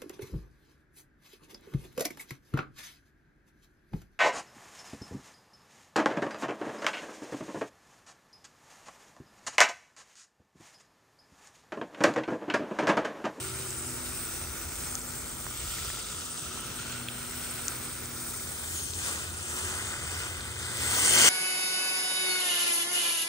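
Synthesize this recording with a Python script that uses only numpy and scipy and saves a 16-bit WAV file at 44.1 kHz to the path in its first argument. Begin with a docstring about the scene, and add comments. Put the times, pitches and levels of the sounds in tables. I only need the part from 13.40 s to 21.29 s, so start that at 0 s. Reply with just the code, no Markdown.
"""Hosing down a roof

A nozzle sprays a fan of water over shingles, close to a hand-held camera with two microphone ports.
Countless droplet hits melt into a hiss that swings from straight ahead to the left, then strikes a
sheet-metal vent and swells. Stray drops tick nearby, wind bumps softly on the ports, and a distant
machine hums over low town rumble."""
import sys
import numpy as np
from scipy import signal
from scipy.fft import rfft, irfft, next_fast_len
from scipy.io import wavfile
from scipy.ndimage import uniform_filter1d

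SR = 44100
rng = np.random.default_rng(int(sys.argv[2]) if len(sys.argv) > 2 else 0)


def store_wav(level_fs):
    """Save 16-bit WAV to argv[1]."""
    pcm = np.round(np.clip(np.atleast_2d(level_fs), -1, 1) * 32767)
    wavfile.write(sys.argv[1], SR, pcm.T.astype(np.int16))


N = 347949
FRAME, HOP = 512, 128  # the spray is shaped in short overlapping slices; sizes in samples


def spray():
    """Water hitting the roof: a hiss whose tone and direction follow where the nozzle points."""
    # base loudness of the hiss between 5 and 9.5 kHz: t/s, level/dB
    loudness = [(0, -41), (.35, -39), (.8, -39.5), (1.28, -41), (1.44, -38), (1.6, -42), (1.76, -41),
                (2.0, -43), (2.35, -39.5), (2.6, -41), (3.2, -43), (3.7, -43), (4.0, -38.5), (4.32, -39),
                (4.6, -41), (5.13, -39), (5.4, -34), (5.51, -39.5), (5.67, -33), (5.92, -43), (6.19, -36),
                (6.6, -40), (6.76, -38), (7.06, -43), (7.3, -38.5), (7.55, -28), (7.78, -22), (7.89, -19.5)]
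    # boosts to the low, middle and top of the hiss: t/s, splash/dB, patter/dB, mist/dB
    balance = [(0, 0.5, 0.5, 0), (.45, 0.8, -3.5, -1.5), (.8, 0.5, -1, 1), (1.3, 1.5, -1, 0.5),
               (2.05, 2, -0.5, 1.5), (2.4, -2, 4, 2), (2.6, 0, 4.5, -1), (2.95, 1.5, 1, -2),
               (3.35, 4, 3, 0.5), (3.5, 5, 4.5, 0), (3.66, 3, 1.5, 0), (4.0, 0, -1, 0.5),
               (4.5, 1.5, -0.5, 1), (5.1, -1, -3, 2), (5.44, -7.5, -4.5, 2.5), (5.68, 0.2, -2.3, 1),
               (5.85, 1.5, 0.7, 2.5), (6.15, 2.5, -2, 3), (6.5, 4, 1.5, 1), (7.25, 2.1, 2, 1),
               (7.55, 0.5, 1, 4), (7.89, 0.5, 2.5, 2)]
    # where the nozzle points: t/s, aim (0 shingles ahead, 1 shingles on the left, 2 metal vent)
    aim_path = [(0, 0.02), (4.9, 0.018), (5.5, 1.34), (7.25, 1.5), (7.6, 1.98), (7.89, 1.97)]
    # how the tone shifts as the nozzle swings: t/s, whistle pitch/ratio, boost near 6.4 kHz/dB,
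    # extra head start of the left port near 2.6 kHz/rad, dip centre/Hz, gain at the dip/dB
    swing = [(0, 0.97, -1, -0.36, 3000, 4.5), (.6, 0.99, -0.5, -0.041, 3100, -2.5),
             (1.45, 0.99, 0.5, 0.077, 2940, -1), (2.0, 0.96, -1, 0.61, 2660, -4.5),
             (2.4, 0.98, 2.5, 0, 2500, -3.5), (2.9, 0.95, 2, 0.48, 2250, -8),
             (3.3, 0.98, 1.5, 0, 2250, -2.5), (3.5, 1.05, 4.5, -0.041, 2300, -3),
             (3.66, 1, -3.5, -0.19, 2500, -1), (4.15, 1.04, -4, -0.43, 2800, -1), (4.6, 1, -2, 0, 2980, -3),
             (4.95, 0.97, -1, .3, 2900, -7), (5.25, 1.02, -6.5, 0.43, 2750, -8),
             (5.45, 1.06, -0.5, 0.55, 2300, -2), (6.1, 0.9, -0.3, 0.61, 2230, -0.5),
             (6.5, 0.98, 1, -0.35, 2760, -3.5), (6.9, 0.98, -1, 0, 2600, -0.5),
             (7.2, 0.97, -1.5, -.3, 2810, -6), (7.6, 1.02, -1.2, -0.016, 2650, -2.5),
             (7.89, 1.0, 2, -0.17, 2400, 0)]
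    hz, t, shared_hiss = droplet_hiss(scatter_db=.2)
    right_hiss = droplet_hiss(scatter_db=2.5)[2]
    level_db = curves(loudness, t)[0]
    splash_db, patter_db, mist_db = curves(balance, t)
    aim = curves(aim_path, t)[0]
    pitch, bright_db, extra_lead, dip_hz, dip_db = curves(swing, t)

    whistle_db = -.9 + .9 * patter_db + .54 * splash_db
    # the splash boost is taken off the whistle here because the whole low end gets it below
    left, right, cross = struck_surfaces(hz, aim, whistle_db - splash_db, pitch)
    alike = cross / np.sqrt(left * right + 1e-30) * np.exp(-1j * extra_lead * bell(hz, 2600, 3000))
    apart = np.sqrt(np.clip(1 - abs(alike) ** 2, 0, 1))
    core = (hz > 5000) & (hz < 9500)
    core_power = np.sum((left + right)[core] / 2, axis=0) / (len(hz) - 1)

    low = np.clip((2200 - hz) / 500, 0, 1)[:, None]
    middle = np.clip((5800 - hz) / 1200, 0, 1)[:, None] - low
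    top = np.clip((hz - 9800) / 1200, 0, 1)[:, None]
    mist_db = mist_db + np.interp(aim, range(3), (2, -1.8, -2))  # less mist once the fan points away
    balance_db = low * splash_db + middle * patter_db + top * mist_db
    swing_db = bell(hz, 6400, 2600) * bright_db + bell(hz, dip_hz, 670) * dip_db
    passing_db = turning_sweep(hz, t) + pipe_ring(hz, t)
    gain = undb(level_db + balance_db + swing_db + passing_db + fan_flicker(hz, t)) / np.sqrt(core_power)
    at_left = np.sqrt(left) * shared_hiss
    at_right = np.sqrt(right) * (alike * shared_hiss + apart * right_hiss)
    pair = gain * np.array([at_left, at_right])
    return signal.istft(pair, SR, nperseg=FRAME, noverlap=FRAME - HOP)[1][:, :N]


def droplet_hiss(scatter_db, large_per_s=170):
    """Tiny uneven hits blur into hiss as larger ones patter through. Gives frequencies, times, slices."""
    hits = rng.standard_normal(N) * undb(scatter_db * wander(900, (1, N))[0])
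    is_large = rng.random(N) < large_per_s / SR
    large_db = 11 + 7 * rng.random(N)
    hits = np.where(is_large, np.sign(hits) * undb(large_db), hits)
    return signal.stft(hits / hits.std(), SR, nperseg=FRAME, noverlap=FRAME - HOP)


def struck_surfaces(hz, aim, whistle_db, pitch):
    """Each surface colours the hiss its own way; the aim blends their left, right and shared power."""
    # tone of each surface at the two ports: f/Hz, left/dB, right/dB, likeness (0 to 1)
    ahead_tone = [(250, -2, 2.5, 0), (452, -1.5, -3.5, 0.17), (780, -7.5, -3.5, 0.4),
                  (1350, -4, -2.5, 0.93), (1770, -6.5, -3, 0.6), (2400, -2, 0, 0.55),
                  (2980, -3, -3.5, 0.07), (3900, -3.5, -5.5, 0.6), (4930, -3.5, -6.5, 0.67),
                  (5500, -1.5, -4.5, 0), (6450, -2.5, -3.5, 0.7), (7760, 3, 2.5, 0.02),
                  (8450, 2.5, 1.5, 0.86)]
    left_tone = [(250, 1.5, 2, 0.71), (465, -3.5, -5.5, 0.21), (800, -2.5, -4, 0.65), (1390, 2, 2.5, 0.68),
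                 (1800, -2, 2.5, 1), (2390, -3.5, -3.5, 0.49), (3080, -2.5, -4, 0.85), (3900, -1, -8, 0.37),
                 (4730, -0.5, -5, .29), (5400, 1.5, -11, 0.2), (6250, 1, -1, 0.47), (7850, 2.5, 2.5, 0.49),
                 (8550, 4.5, -0.5, 0.89)]
    vent_tone = [(190, -3.5, -6, 0.99), (437, -0.5, -3, 0.99), (670, -7, -6, 0.93), (1410, -2.5, -2, 0.9),
                 (1800, -14.5, -6.5, 0.89), (2390, -3, -3, 0.7), (3070, 3, -4, 0.76),
                 (3820, -4.5, -10, 0.48), (4700, -1.5, -15, .45), (5500, 0, -6.5, 0.51),
                 (6400, -0.5, -1, 0.82), (7600, -0.5, 1, 0.74), (8200, 1, -4.5, 0.94)]
    # pitches that the hiss sets ringing, the nozzle's whistle first: f/Hz, width/Hz, boost/dB
    ahead_rings = [(1382, 276, 9.5), (2510, 100, -2.5), (5870, 1100, 1.5)]
    left_rings = [(1440, 250, 5.4), (1980, 250, 3), (2530, 116, 12.7), (3000, 430, 6.4), (3570, 180, 5),
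                  (7700, 350, 1)]
    vent_rings = [(1554, 154, 11.5), (2010, 370, 11.5), (2780, 490, 0.5), (3120, 300, 1), (3640, 180, 4),
                  (4470, 460, 3), (5880, 290, 3.5), (6500, 250, 1), (6840, 250, 1), (7570, 500, 3),
                  (8140, 250, 4), (8900, 1060, 7)]
    # head start of the wave at the left port: f/Hz, spray ahead/rad, spray on the left/rad
    head_start = [(250, -.4, 0), (800, -.4, .3), (1400, .4, 1.2), (2050, .5, 2.1), (2400, .8, 2.9),
                  (3100, 1.6, 3.5), (3900, 1.3, 6.1), (4700, .3, 5.5), (5500, .3, 5.1), (6400, .1, 6),
                  (7500, .8, 7), (8400, 0, 6.28)]
    from_ahead, from_left = curves(head_start, hz)
    surfaces = [(ahead_tone, ahead_rings, from_ahead), (left_tone, left_rings, from_left),
                (vent_tone, vent_rings, from_left)]
    blend = 0
    for k, (tone, rings, lead) in enumerate(surfaces):
        share = np.clip(1 - abs(aim - k), 0, 1)
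        blend = blend + share * power_at_ports(hz, tone, rings, lead, whistle_db, pitch)
    left, right, cross = blend
    return left.real, right.real, cross


def power_at_ports(hz, tone, rings, lead, whistle_db, pitch, treble_lag_s=1 / 3600):
    """One surface's left, right and shared (cross) power; its treble is one signal, with the right channel
    slightly ahead of the left."""
    # the ports' own resonance and the treble above it: f/Hz, gain/dB
    treble = [(8400, 0), (9000, 1.3), (9600, -.7), (10100, -3.8), (10600, -8.5), (11100, -11.5),
              (11800, -13.5), (12800, -13), (14000, -10), (15000, -7.3), (16000, -6.5)]
    f, left_db, right_db, likeness = np.transpose(tone)
    above_hz = np.maximum(hz - f[-1], 0)  # how far past the tone table's last row
    most_alike = np.where(above_hz > 0, .9, 1)
    alike = np.clip(np.interp(hz, f, likeness) + above_hz / 9000, 0, most_alike)
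    lead = lead - 2 * np.pi * above_hz * treble_lag_s
    # the treble evens out to the same level at both ports
    even_db = np.clip(above_hz / 600, 0, 1) * (left_db[-1] - right_db[-1]) / 2
    left = undb(np.interp(hz, f, left_db) - even_db)
    right = undb(np.interp(hz, f, right_db) + even_db)
    cross = left * right * alike * np.exp(-1j * lead)
    whistle_hz, whistle_width, rest_db = rings[0]
    rings_db = sum(db * bell(hz, centre, width) for centre, width, db in rings[1:])
    rings_db = rings_db + (rest_db + whistle_db) * bell(hz, whistle_hz * pitch, whistle_width)
    treble_db = curves(treble, hz)[0][:, None]
    bass_cut = (hz ** 2 / (hz ** 2 + f[0] ** 2))[:, None]
    power = undb(treble_db + rings_db) ** 2 * bass_cut
    return power * np.array([left ** 2, right ** 2, cross])[:, :, None]


def fan_flicker(hz, t):
    """As the fan of water wavers, patches of the hiss grow louder and softer at random (in dB)."""
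    step_s = HOP / SR
    centres_hz = np.arange(17) * 1000
    patches = np.clip(1 - abs(hz[:, None] - centres_hz) / 1000, 0, 1)
    size = (len(centres_hz), len(t))
    flicker_db = patches @ (.6 * wander(24, size, step_s) + 1.5 * wander(70, size, step_s))
    flicker_db *= np.interp(hz, (6500, 8000), (.6, 1))[:, None]  # calmer below about 7 kHz
    # narrow bands above 2.5 kHz drift slowly as the jet moves
    band = np.minimum(hz // 400, 40).astype(int)
    drift = uniform_filter1d(wander(3, (41, len(t)), step_s)[band], 3, axis=0)
    drift_db = 1.1 * drift * (hz > 2500)[:, None]
    overall_db = .35 * wander(28, (1, len(t)), step_s)
    return flicker_db + drift_db + overall_db


def turning_sweep(hz, t, width_hz=1200, dark_offset_hz=980):
    """While the fan turns left, a bright band slides down with a dark band just above it (in dB)."""
    # path of the bright band: t/s, f/Hz, strength/dB
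    slide = [(5.05, 8650, 2), (5.18, 8200, 0), (5.27, 7750, 3), (5.36, 7100, 4), (5.46, 6140, 2),
             (5.6, 5900, 0)]
    centre_hz, db = curves(slide, t)
    return db * (bell(hz, centre_hz, width_hz) - bell(hz, centre_hz + dark_offset_hz, width_hz))


def pipe_ring(hz, t, middle_s=3.54, length_s=.22, boost_db=6):
    """The fan crosses a vent pipe, which rings briefly and lifts one narrow band (in dB)."""
    crossing = np.exp(-(2 * (t - middle_s) / length_s) ** 2)
    return boost_db * bell(hz, centre=2620, width=200) * crossing


def stray_drops():
    """Each drop is a short ring with a bright crack on top, then a bounce off the shingles."""
    # single drops: t/s, level/dB, f/Hz, time to fade by 60 dB/ms, bounce delay/ms, bounce gain/dB,
    # left minus right/dB
    drops = [(0.306, -21, 7400, 1.5, .65, -8, 5), (1.5536, -13.5, 6800, 1.5, .65, -17, 6),
             (1.6156, -29, 5900, 2.1, .65, -8, 2.5), (2.0663, -25, 1280, 2.2, 1.1, -10, -5),
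             (2.385, -33, 1900, 6, 1.05, -5, -1), (2.425, -32, 3300, 5, .8, -5, 0),
             (2.452, -32, 1000, 3.5, 0.61, -4, -2), (2.5018, -30.5, 1600, 3.2, 1.1, -3, -3),
             (2.572, -38, 1300, 3.5, 0.95, -6, -1), (2.975, -28, 5200, 2, .65, -8, 2.5),
             (3.174, -33, 1100, 3.5, 0.82, -8, -1), (3.6859, -21.5, 3070, 3.1, 1.2, -1, 0.5),
             (4.0718, -33, 8300, 2, .65, -8, 3), (4.282, -12.5, 6830, 2.3, 0.67, -1.5, 4),
             (4.5533, -29, 7860, 2, .65, -8, 3), (4.6573, -25, 7800, 2.5, 0.65, -4, 4),
             (4.997, -36, 2300, 4, .9, -8, 0), (5.177, -34, 5200, 3.5, .75, -10, 4),
             (5.395, -32, 4400, 3, .7, -8, 6), (5.5363, -26.5, 4500, 1.5, 0.75, -10, 12),
             (7.0078, -27, 4100, 2.4, 0.58, -12, 4), (7.1176, -31, 8000, 1.8, 0.61, -1, -8)]
    out = np.zeros((2, N))
    ms = np.arange(int(.012 * SR)) / SR * 1000
    crack = .45 * np.exp(-ms / .12) * np.sin(2 * np.pi * 10.5 * ms)  # 10.5 kHz
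    for start_s, level_db, hz, fade_ms, bounce_ms, bounce_db, pan_db in drops:
        cycles = hz * ms / 1000
        envelope = (1 - np.exp(-1.5 * cycles)) * np.exp(-np.log(1000) * ms / fade_ms)
        ring = envelope * np.sin(2 * np.pi * cycles)
        hit = ring / abs(ring).max() + crack
        bounce = undb(bounce_db) * np.interp(ms - bounce_ms, ms, hit, left=0)
        at = int(start_s * SR)
        out[:, at:at + len(ms)] += undb(level_db) * pan(pan_db) * (hit + bounce)
    return out


def wind_bumps():
    """Wind nudges both ports alike, making soft low pulses of a few cycles."""
    # puffs of wind: middle t/s, peak level/dB, f/Hz, length/ms
    puffs = [(1.086, -41, 75, 34), (1.275, -37, 68.4, 55), (1.385, -42, 56, 62), (1.95, -42, 75, 29),
             (2.103, -42, 75, 30), (2.218, -39, 70, 19), (2.248, -42, 70, 20), (2.29, -38, 55, 30),
             (2.44, -43, 60, 26), (2.479, -37, 85, 19)]
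    t = np.arange(N) / SR
    out = np.zeros(N)
    for middle_s, peak_db, hz, length_ms in puffs:
        envelope = np.exp(-(2000 * (t - middle_s) / length_ms) ** 2)
        out += undb(peak_db) * envelope * np.cos(2 * np.pi * hz * (t - middle_s))
    return out


def machine_hum():
    """A distant turning shaft hums at four multiples of its speed; each tone wavers on its own."""
    # the shaft slowing a little: t/s, turning rate/Hz
    shaft_speed = [(0, 41.56), (2.9, 40.74), (5.5, 40.44), (7.89, 39.58)]
    # loudness of the tones at 3, 6, 8 and 9 times that rate: t/s, then level/dB for each
    tone_levels = [(0, -47.5, -64, -51.5, -48.5), (.25, -48.5, -59.5, -57, -51.5), (.4, -51, -50, -54, -57),
                   (.9, -55, -53.5, -57, -59.5), (1.25, -59, -61, -58.5, -57), (1.6, -60, -51.5, -74, -68),
                   (2.1, -54, -59.5, -62, -64), (2.55, -58, -67, -70, -68), (2.85, -66, -57, -72, -71),
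                   (3.15, -56.5, -56, -59.5, -58), (3.6, -51.5, -51, -67, -66),
                   (4.8, -54, -54, -56.5, -57.5), (5.2, -58, -60, -62, -71), (6.0, -56, -67, -63, -63),
                   (6.25, -56, -57.5, -66, -51), (6.7, -57, -64, -65, -60.5),
                   (7.34, -47.5, -63, -61, -57.5), (7.89, -52.5, -48.5, -60, -54)]
    multiples = np.array([3, 6, 8, 9])[:, None]
    wobble = np.array([.005, .004, .008, .016])[:, None]  # as a share of each tone's pitch
    t = np.arange(N) / SR
    size = (len(multiples), N)
    tone_hz = multiples * curves(shaft_speed, t)[0] * (1 + wobble * wander(12, size))
    phase = 2 * np.pi * np.cumsum(tone_hz, axis=1) / SR
    fading_db = .7 * wander(2.5, size)
    flutter_db = 1.1 * wander(10, size)
    level_db = np.array(curves(tone_levels, t)) + fading_db + flutter_db
    return np.sqrt(2) * np.sum(undb(level_db) * np.sin(phase), axis=0)


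def town_rumble(throb_hz=82.8, throb_width_hz=14.7, stereo_spread=.23):
    """Low town noise, nearly the same at both ports: a deep swell, a steady part and a narrow throb."""
    # how the town swells and fades: t/s, deep rumble/dB, throb/dB
    swells = [(0, -59, -48.5), (1.25, -48.5, -52.5), (1.8, -52, -56), (2.31, -48, -58),
              (2.72, -54.5, -53.5), (4.8, -58, -52.5), (5.2, -56, -47), (6.5, -55, -45.5), (7.89, -62, -46)]
    # tone of the rumble: f/Hz, relative level/dB
    rumble_tone = [(15, -38), (25, -20), (55, 2), (100, -5), (135, -2.5), (190, -8.5), (260, -11.5),
                   (400, -10), (700, -23), (1000, -19)]
    deep_db, throb_db = curves(swells, np.arange(N) / SR)
    size = next_fast_len(N)
    hz = np.arange(size // 2 + 1) * SR / size + 1e-3
    f, db = np.transpose(rumble_tone)
    colour = undb(np.interp(np.log(hz), np.log(f), db, right=-120))
    deep_share = 1 / (1 + (hz / 86.8) ** 4)
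    throb_band = np.exp(-((hz - throb_hz) / throb_width_hz) ** 2)
    shapes = np.array([colour * deep_share, colour * (1 - deep_share), throb_band])
    mid, side = irfft(rfft(rng.standard_normal((2, 3, size))) * shapes, size)[..., :N]
    pair = np.array([mid + stereo_spread * side, mid - stereo_spread * side])
    pair /= mid.std(axis=1)[[0, 0, 2], None]  # the steady part is scaled against the deep part
    deep, steady, throb = pair.swapaxes(0, 1)
    return deep * undb(deep_db) + steady * undb(-53.5) + throb * undb(throb_db)


def undb(db):
    """Turn decibels into a plain multiplier."""
    return 10 ** (np.asarray(db) / 20)


def pan(db):
    """Left and right multipliers that make the left side db louder than the right."""
    return undb([[db / 2], [-db / 2]])


def curves(table, at):
    """Join a table's rows with straight lines: one curve for each column after the first."""
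    points, *columns = np.transpose(table)
    return [np.interp(at, points, column) for column in columns]


def bell(hz, centre, width):
    """A smooth hump of height 1 around a centre frequency, one row for each frequency."""
    return np.exp(-4 * ((hz[:, None] - centre) / width) ** 2)


def wander(rate, size, step_s=1 / SR):
    """Rows of smooth random drift, about 1 in size, with a new goal `rate` times a second."""
    hold = max(int(1 / (rate * step_s)), 1)
    goals = rng.standard_normal((size[0], size[1] // hold + 1))
    held = np.repeat(goals, hold, axis=1)[:, :size[1]]
    return np.sqrt(2) * uniform_filter1d(uniform_filter1d(held, hold), hold)


def scene():
    """Water and wind up close, with the town and the machine far off and a little to the left."""
    near = spray() + stray_drops() + wind_bumps()
    far = town_rumble() + machine_hum()
    return near + far * pan(1.8)


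def record(dry, top_hz=15700):
    """The camera cuts off the highest treble."""
    return signal.sosfilt(signal.ellip(20, .2, 110, top_hz, fs=SR, output="sos"), dry)


dry = scene()
out = record(dry)
store_wav(out)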